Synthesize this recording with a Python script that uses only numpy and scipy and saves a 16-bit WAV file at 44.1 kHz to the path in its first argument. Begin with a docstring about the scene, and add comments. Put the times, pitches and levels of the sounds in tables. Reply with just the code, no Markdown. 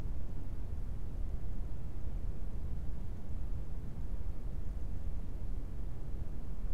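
"""A quiet room, heard from a small camera that watches a snake lying still in its tank.
From the start, moving air lays a deep rumble over amplifier hiss, and the camera's electronics leak in:
a thin whine and runs of tiny chirping ticks on its frame clock, each trailed by three puffs of fizz.
The low end swells gently at 2.4 s. From 3 s to about 5 s the ticks crowd into three busy spells,
and after 6.1 s their runs land one frame late."""
import sys
import numpy as np
from scipy import signal
from scipy.fft import rfft, irfft, next_fast_len
from scipy.io import wavfile

SR = 44100
rng = np.random.default_rng(int(sys.argv[2]) if len(sys.argv) > 2 else 0)


def wav_out(sig):
    """Save sig, one row per channel (or a flat mono array), as 16-bit PCM at SR to the path in sys.argv[1]."""
    wavfile.write(sys.argv[1], SR, np.round(np.clip(np.atleast_2d(sig).T, -1, 1) * 32767).astype(np.int16))


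N = 296793

# rumble of the room air: f/Hz, level/dB per Hz
AIR = [(5, -52), (18, -53.5), (40, -56.5), (65, -61), (100, -66), (160, -72.5), (250, -78.5), (400, -84.5),
       (700, -91.5), (1000, -96.5), (2200, -106.6), (4500, -116.5), (9000, -128)]
# busy spells with a tick on every frame: start t/s, end t/s
BUSY = [(3.0, 3.07), (4.0, 4.07), (4.64, 5.07)]
# puffs of fizz after each tick: delay t/s, half length t/s, level/dB
PUFFS = [(.025, 0.0045, 3.5), (0.046, .008, -3), (.070, .005, 1)]
# colour of the fizz, before the puffs shape it: f/Hz, level/dB per Hz
FIZZ = [(3000, -132), (6500, -125), (9300, -119.5), (12000, -125), (15000, -127)]
# whine of the power supply: f/Hz, width f/Hz, rms level/dB
WHINE = [(8715, 30, -99), (9430, 6, -104), (9850, 3.7, -103), (9965, 6.6, -104)]
# amplifier hiss: f/Hz, level/dB per Hz
HISS = [(1000, -117), (4500, -116.7), (8000, -117), (10500, -118.5), (13000, -118.9), (14500, -120.8),
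        (15600, -126)]


def room_air(swell_s=2.4, half_length_s=.4, swell_db=1.4, below_hz=450):
    """Moving air makes a deep, even bed of rumble; its low end swells once and settles."""
    air = coloured_noise(AIR)
    lows = signal.sosfiltfilt(signal.butter(2, below_hz, fs=SR, output="sos"), air)
    t = np.arange(N) / SR
    lift_db = swell_db * np.exp(-((t - swell_s) / half_length_s) ** 2)
    return air + (from_db(lift_db) - 1) * lows


def tick_clock(frame_s=1 / 25, first_frame_s=.0115, slip_s=6.1):
    """The rhythm of the ticks: a pulse on each frame where the camera draws a burst of current."""
    first_run, run_frames, tick_frames = -21, 25, 3  # in frames: one run a second
    ticks_per_run = 8
    frame = np.arange(int((N / SR - first_frame_s) / frame_s) + 1)
    times = first_frame_s + frame * frame_s
    in_run = (frame - first_run - (times > slip_s)) % run_frames  # a frame late after the slip
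    ticking = (in_run % tick_frames == 0) & (in_run < ticks_per_run * tick_frames)
    for start, end in BUSY:
        ticking |= (times > start) & (times < end)
    pulses = np.zeros(N)
    pulses[np.round(times[ticking] * SR).astype(int)] = 1
    return pulses


def ticks(clock, level_db=-70.0, uneven_db=1.5, length_s=.0027, rise_s=.0004,
          start_hz=9000, end_hz=6000, glide_s=.00076, octave_db=-13):
    """Under each burst of load the supply sings a tiny chirp that dives in pitch."""
    t = np.arange(int(length_s * SR)) / SR
    pitch_hz = end_hz + (start_hz - end_hz) * np.exp(-t / glide_s)
    phase = 2 * np.pi * np.cumsum(pitch_hz) / SR
    envelope = (1 - np.exp(-t / rise_s)) * signal.windows.tukey(len(t), .1)
    chirp = envelope * (np.sin(phase) + from_db(octave_db) * np.sin(2 * phase))
    accents = from_db(level_db + uneven_db * rng.standard_normal(N))
    return np.convolve(clock * accents, chirp)[:N]


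def fizz(clock):
    """The circuits stay busy after a tick and give it a tail of three soft, bright puffs."""
    t = np.arange(SR // 10) / SR
    tail_power = sum(from_db(db) ** 2 * np.exp(-((t - delay) / half) ** 2) for delay, half, db in PUFFS)
    power = np.clip(signal.fftconvolve(clock, tail_power)[:N], 0, None)
    return np.sqrt(power) * coloured_noise(FIZZ)


def whine():
    """The power supply holds thin, high tones, each blurred by a random walk of its phase."""
    tones = np.zeros(N)
    for hz, width_hz, level_db in WHINE:
        wander = np.sqrt(2 * np.pi * width_hz / SR) * rng.standard_normal(N)
        phase = np.cumsum(2 * np.pi * hz / SR + wander)
        tones += np.sqrt(2) * from_db(level_db) * np.sin(phase)
    return tones


def amplifier_hiss():
    """The microphone amplifier lays a faint, steady noise floor under everything."""
    return coloured_noise(HISS)


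def coloured_noise(spectrum):
    """Steady noise, shaped by an EQ curve of points: f/Hz, level/dB per Hz."""
    hz, level_db = np.transpose(spectrum)
    size = next_fast_len(N)
    bin_hz = np.maximum(np.arange(size // 2 + 1) * SR / size, 1)
    gain = from_db(np.interp(np.log(bin_hz), np.log(hz), level_db))
    return irfft(rfft(rng.standard_normal(size)) * gain, size)[:N] * np.sqrt(SR / 2)


def from_db(db):
    """Decibels to gain."""
    return 10 ** (np.asarray(db) / 20)


def scene():
    """A mono mix of room air and camera electronics; one clock triggers both ticks and fizz."""
    clock = tick_clock()
    electronics = amplifier_hiss() + ticks(clock) + fizz(clock) + whine()
    return (room_air() + electronics)[None, :]


def record(dry, offset=.0201, cutoff_hz=15650):
    """The converter rests slightly off zero, and the top end is cut steeply."""
    low_pass = signal.ellip(12, .1, 80, cutoff_hz, fs=SR, output="sos")
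    at_rest = offset * signal.sosfilt_zi(low_pass)[:, None, :]  # starts settled, so no click
    return signal.sosfilt(low_pass, dry + offset, zi=at_rest)[0]


dry = scene()
out = record(dry)
wav_out(out)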